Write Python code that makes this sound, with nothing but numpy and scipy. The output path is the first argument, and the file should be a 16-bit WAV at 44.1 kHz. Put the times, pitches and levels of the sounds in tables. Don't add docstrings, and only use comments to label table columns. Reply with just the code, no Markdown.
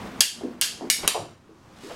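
import sys
import numpy as np
from scipy import signal
from scipy.fft import rfft, irfft, next_fast_len
from scipy.io import wavfile
from scipy.ndimage import uniform_filter1d, minimum_filter1d, map_coordinates

SR = 44100
rng = np.random.default_rng(int(sys.argv[2]) if len(sys.argv) > 2 else 0)


def dump(signal):
    limited = np.clip(np.atleast_2d(signal).T, -1, 1)
    pcm = np.round(limited * 32767).astype(np.int16)
    wavfile.write(sys.argv[1], SR, pcm)


N = 85995


def amp(db):
    return 10 ** (np.asarray(db) / 20)


def unit_rms(x):
    return x / np.sqrt(np.mean(x ** 2) + 1e-20)


def unit_energy(x):
    return x / np.sqrt(np.sum(x ** 2) + 1e-20)


def curve(points, hz):
    freqs, values = np.transpose(points)
    return np.interp(np.log(hz + 1), np.log(freqs + 1), values)


def octaves(hz):
    return np.log2((hz + 500) / 5000)


def decay(t, t60_s):
    return np.exp(-np.log(1000) * t / t60_s)


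def damped_mode(t, hz, t60_s):
    return np.sin(2 * np.pi * (hz * t + rng.random())) * decay(t, t60_s)


def add_blow(out, time_s, x):
    i = round(time_s * SR)
    out[i:i + len(x)] += x[:N - i] * np.sqrt(.002 * SR)


def coloured(x, db_of_hz):
    size = 2 * next_fast_len(len(x))
    cepstrum = irfft(np.log(amp(db_of_hz(np.fft.rfftfreq(size, 1 / SR)))))
    cepstrum[1:size // 2] *= 2
    cepstrum[size // 2 + 1:] = 0
    return irfft(rfft(x, size) * np.exp(rfft(cepstrum)), size)[:len(x)]


def shaped(x, spectrum):
    return coloured(x, lambda hz: curve(spectrum, hz))


def friction(spectrum, rough_db, slip_hz):
    grip = map_coordinates(rng.standard_normal(N), [np.arange(N) * slip_hz / SR], order=1)
    return unit_rms(shaped(rng.standard_normal(N) * amp(rough_db * grip), spectrum))


# (time [s], level [dB])
SHUFFLE_LEVELS = [(0, -36.5), (.2, -38.5), (.3, -38), (.4, -31), (.58, -40), (.78, -42.5), (.95, -43),
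                  (1.0, -35.5), (1.2, -32.5), (1.38, -49), (1.6, -59.5), (1.72, -51.5), (1.81, -53),
                  (1.95, -47)]
# (frequency [Hz], level [dB])
CARPET_SPECTRUM = [(25, -16.5), (60, -4.5), (120, -5), (220, 3), (400, -5), (1000, -8.5), (2000, -15),
                   (4000, -23.5), (8000, -31.5), (15000, -40.5)]


def knee_shuffle():
    level_db = np.interp(np.arange(N) / SR, *np.transpose(SHUFFLE_LEVELS))
    return amp(level_db) * friction(CARPET_SPECTRUM, rough_db=1.5, slip_hz=90)


# (frequency [Hz], level [dB])
AIR_SPECTRUM = [(25, -5.5), (100, 0.5), (200, -0.5), (500, -16), (1100, -9.5), (2000, -25), (6000, -26),
                (15000, -44.5)]


def room_air():
    return amp(-53) * unit_rms(shaped(rng.standard_normal(N), AIR_SPECTRUM))


# (centre [Hz], width [Hz], level [dB])
STICK_A = [(1640, 150, -6), (2810, 220, -2), (3200, 170, 1), (3560, 160, -6), (4120, 170, -4),
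           (4570, 170, 2), (4940, 160, 1), (5470, 240, -3.5), (6240, 220, -4), (6700, 220, -2),
           (7220, 180, -5), (7740, 200, -4), (8380, 220, -7), (9520, 280, -6), (10550, 320, -7),
           (11300, 320, -11)]
STICK_B = [(1780, 100, -4), (2220, 170, 2.5), (2910, 80, 3), (3730, 230, -1), (4130, 220, -6),
           (4600, 110, 1), (5130, 260, -1), (5560, 130, -1), (6060, 90, -3), (6690, 200, 1),
           (8090, 300, -1), (8700, 260, -6), (9300, 240, -3), (10230, 220, -2), (11680, 400, -6)]
BLADE = [(1100, 300, -6), (1750, 500, -6), (2300, 300, -4), (2700, 240, -1), (3070, 240, 0), (3850, 380, 0),
         (4490, 150, -1), (4820, 200, -1), (5780, 300, -3), (6850, 140, -2), (7350, 340, -3),
         (8650, 380, -1), (9850, 420, -7), (11250, 320, -9)]
BODIES = {"stick a": STICK_A, "stick b": STICK_B, "blade": BLADE}
# (frequency [Hz], level [dB])
PLASTIC_BASE = [(200, -30), (1000, -17), (2200, -9.5), (3500, -8.5), (6500, -9.5), (10000, -7.5),
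                (13500, -14.5), (16000, -24)]


def plastic_db(hz, modes):
    peaks = sum(amp(db) ** 2 / (1 + 2 * ((hz - centre) / width) ** 2) ** 2 for centre, width, db in modes)
    return 10 * np.log10(peaks + amp(curve(PLASTIC_BASE, hz)) ** 2)


# (frequency [Hz], level [dB])
KNOCK_SPECTRUM = [(30, -17.5), (150, -17), (400, -2), (1000, 3.5), (1600, 0.5), (4000, -38)]
# (time [s], level [dB], body, tilt [dB/oct], crack centre [Hz], knock [dB re hit],
# hallway [dB re hit], main ring [Hz], main ring [dB re hit])
CLACKS = [(0.2064, 3.5, "stick a", -0.5, 6600, -24.5, 6.5, 4910, -7.5),
          (0.6131, -5.5, "stick a", -1.1, 7400, -42, 5.5, 2947, -8),
          (0.9005, -6.5, "stick b", 0.5, 5700, -34.5, 6.5, 2206, -4.5),
          (1.0771, 0.5, "blade", -0.65, 8530, -10.5, 2.5, 3186, -9),
          (1.1, -14.5, "blade", -5.5, 3500, -26.5, 4.5, 2700, -24.5),
          (1.8981, -45.5, "stick a", -12, 2930, 0.5, 10.5, 3000, -12)]


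def stick_clacks(crack_t60_s=0.0093, chatter_t60_s=0.13, ring_t60_s=0.08, partials_t60_s=0.35):
    out, t, impulse = np.zeros(N), np.arange(SR) / SR, signal.unit_impulse(SR)
    knock_shape = unit_energy(shaped(impulse, KNOCK_SPECTRUM))
    for time_s, level_db, body, tilt_db_oct, crack_hz, knock_db, hall_db, ring_hz, ring_db in CLACKS:
        modes = BODIES[body]

        def body_db(hz):
            return plastic_db(hz, modes) + tilt_db_oct * octaves(hz)

        def crack_db(hz, body_share=0.36, hump_db=12.5, half_width_oct=0.87):
            hump = hump_db / (1 + (np.log2((hz + 1) / crack_hz) / half_width_oct) ** 2)
            return body_share * body_db(hz) + (1 - body_share) * curve(PLASTIC_BASE, hz) + hump

        grit = amp(0.5) * unit_energy(rng.standard_normal(SR) * decay(t, crack_t60_s))
        crack = unit_energy(coloured(impulse + grit, crack_db))
        chatter = rng.standard_normal(SR) * decay(t, chatter_t60_s)
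        rattle = amp(-3) * unit_energy(coloured(chatter, body_db))
        ring = amp(ring_db) * unit_energy(np.sin(2 * np.pi * ring_hz * t) * decay(t, ring_t60_s))
        knock = amp(knock_db) * knock_shape
        reverb = hallway(unit_energy(coloured(impulse, body_db)) + knock)
        partials = sum(amp(body_db(hz)) * damped_mode(t, hz, partials_t60_s) for hz, _, _ in modes)
        tail = amp(hall_db) * (reverb + amp(-10.5) * unit_energy(partials))
        add_blow(out, time_s, amp(level_db) * (crack + rattle + ring + knock + tail))
    return out


# (frequency [Hz], t60 [s])
HALL_T60 = [(100, 0.46), (500, 0.17), (1500, 0.29), (3000, 0.33), (6000, 0.33), (10000, 0.28),
            (15000, 0.21)]


def hallway(x, build_s=0.004):
    hz, frame_s, bands = signal.stft(rng.standard_normal(SR), SR, nperseg=256)
    tail = signal.istft(bands * decay(frame_s, curve(HALL_T60, hz)[:, None]), SR, nperseg=256)[1]
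    onset = 1 - np.exp(-np.arange(len(tail)) / SR / build_s)
    return signal.fftconvolve(x, unit_energy(tail * onset))[:len(x)]


# (frequency [Hz], level [dB], t60 [s])
HALL_MODES = [(241.5, 6, .36), (293.7, 2, .24), (352.5, 3, .38), (413, -5, .25), (499, 2, .28),
              (563, -4, .25), (690, -4, .25)]
# (time [s], level [dB], low edge [Hz], high edge [Hz])
THUDS = [(0.41, -20.5, 288, 740), (0.435, -11, 224, 500), (0.463, -31, 254, 623), (0.81, -25.5, 272, 840),
         (.818, -24.5, 199, 444), (.838, -31.5, 248, 530), (1.146, -11, 523, 1083), (1.151, -9, 398, 770),
         (1.189, -25, 82, 162), (1.222, -25, 290, 800), (1.277, -43.5, 82.6, 127.3),
         (1.491, -38.5, 305, 466.4), (1.833, -35.5, 265, 425), (1.868, -41, 298, 576),
         (1.9, -32.5, 420, 740)]


def carpet_thuds():
    out, t = np.zeros(N), np.arange(SR) / SR
    for time_s, level_db, low_hz, high_hz in THUDS:
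        band = signal.butter(3, [low_hz, high_hz], 'bandpass', fs=SR, output='sos')
        push = unit_energy(signal.sosfilt(band, signal.unit_impulse(SR)))
        waves = sum(amp(db) * damped_mode(t, hz, t60_s) for hz, db, t60_s in HALL_MODES)
        boom = amp(0.5) * unit_energy(signal.sosfilt(band, waves))
        scuff = shaped(rng.standard_normal(SR) * decay(t, t60_s=0.049), SCRAPE_SPECTRUM)
        thud = push + amp(-31) * unit_energy(scuff)
        add_blow(out, time_s, amp(level_db) * (thud + boom + amp(6.5) * hallway(thud)))
    return out


# (frequency [Hz], level [dB])
SCRAPE_SPECTRUM = [(100, -25.5), (400, -11.5), (1100, -9.5), (1800, -9.5), (3500, -8.5), (8000, -12.5),
                   (15000, -25.5)]
# (time [s], length [s], level [dB], tilt [dB/oct], rise [s])
SCRAPES = [(1.025, 0.061, -25.5, -9.5, 0.014), (1.688, 0.35, -52.5, -3.5, 0.11),
           (1.802, 0.16, -49.5, -1.5, 0.027)]


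def carpet_scrapes(fall_s=0.035):
    out, t = np.zeros(N), np.arange(N) / SR
    for time_s, length_s, level_db, tilt_db_oct, rise_s in SCRAPES:
        envelope = np.clip((t - time_s) / rise_s, 0, 1) * np.clip((time_s + length_s - t) / fall_s, 0, 1)
        rub = friction(SCRAPE_SPECTRUM, rough_db=3.0, slip_hz=340)
        out += amp(level_db) * envelope * unit_rms(coloured(rub, lambda hz: tilt_db_oct * octaves(hz)))
    return out + amp(-9.5) * hallway(out)


def scene():
    return (knee_shuffle() + room_air() + stick_clacks() + carpet_thuds() + carpet_scrapes())[None]


def record(dry):
    threshold_db, attack_s, recovery_db_per_s, cutoff_hz = -14, 0.0061, 31.5, 15900
    x = dry[0]
    level_db = 10 * np.log10(np.abs(uniform_filter1d(x ** 2, size=44)) + 1e-12)
    excess_db = np.maximum(level_db - threshold_db, 0)
    recovery_db = recovery_db_per_s * np.arange(N) / SR
    duck_db = np.maximum.accumulate(excess_db + recovery_db) - recovery_db
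    pole = np.exp(-1 / (attack_s * SR))
    ducked = x * amp(-signal.lfilter([1 - pole], [1, -pole], duck_db))
    limiter_gain = minimum_filter1d(1 / np.maximum(np.abs(ducked), 1), size=31)
    limited = ducked * uniform_filter1d(limiter_gain, size=31)
    lowpass = signal.ellip(10, .1, 90, cutoff_hz, fs=SR, output='sos')
    return signal.sosfilt(lowpass, limited)[None]


dry = scene()
out = record(dry)
dump(out)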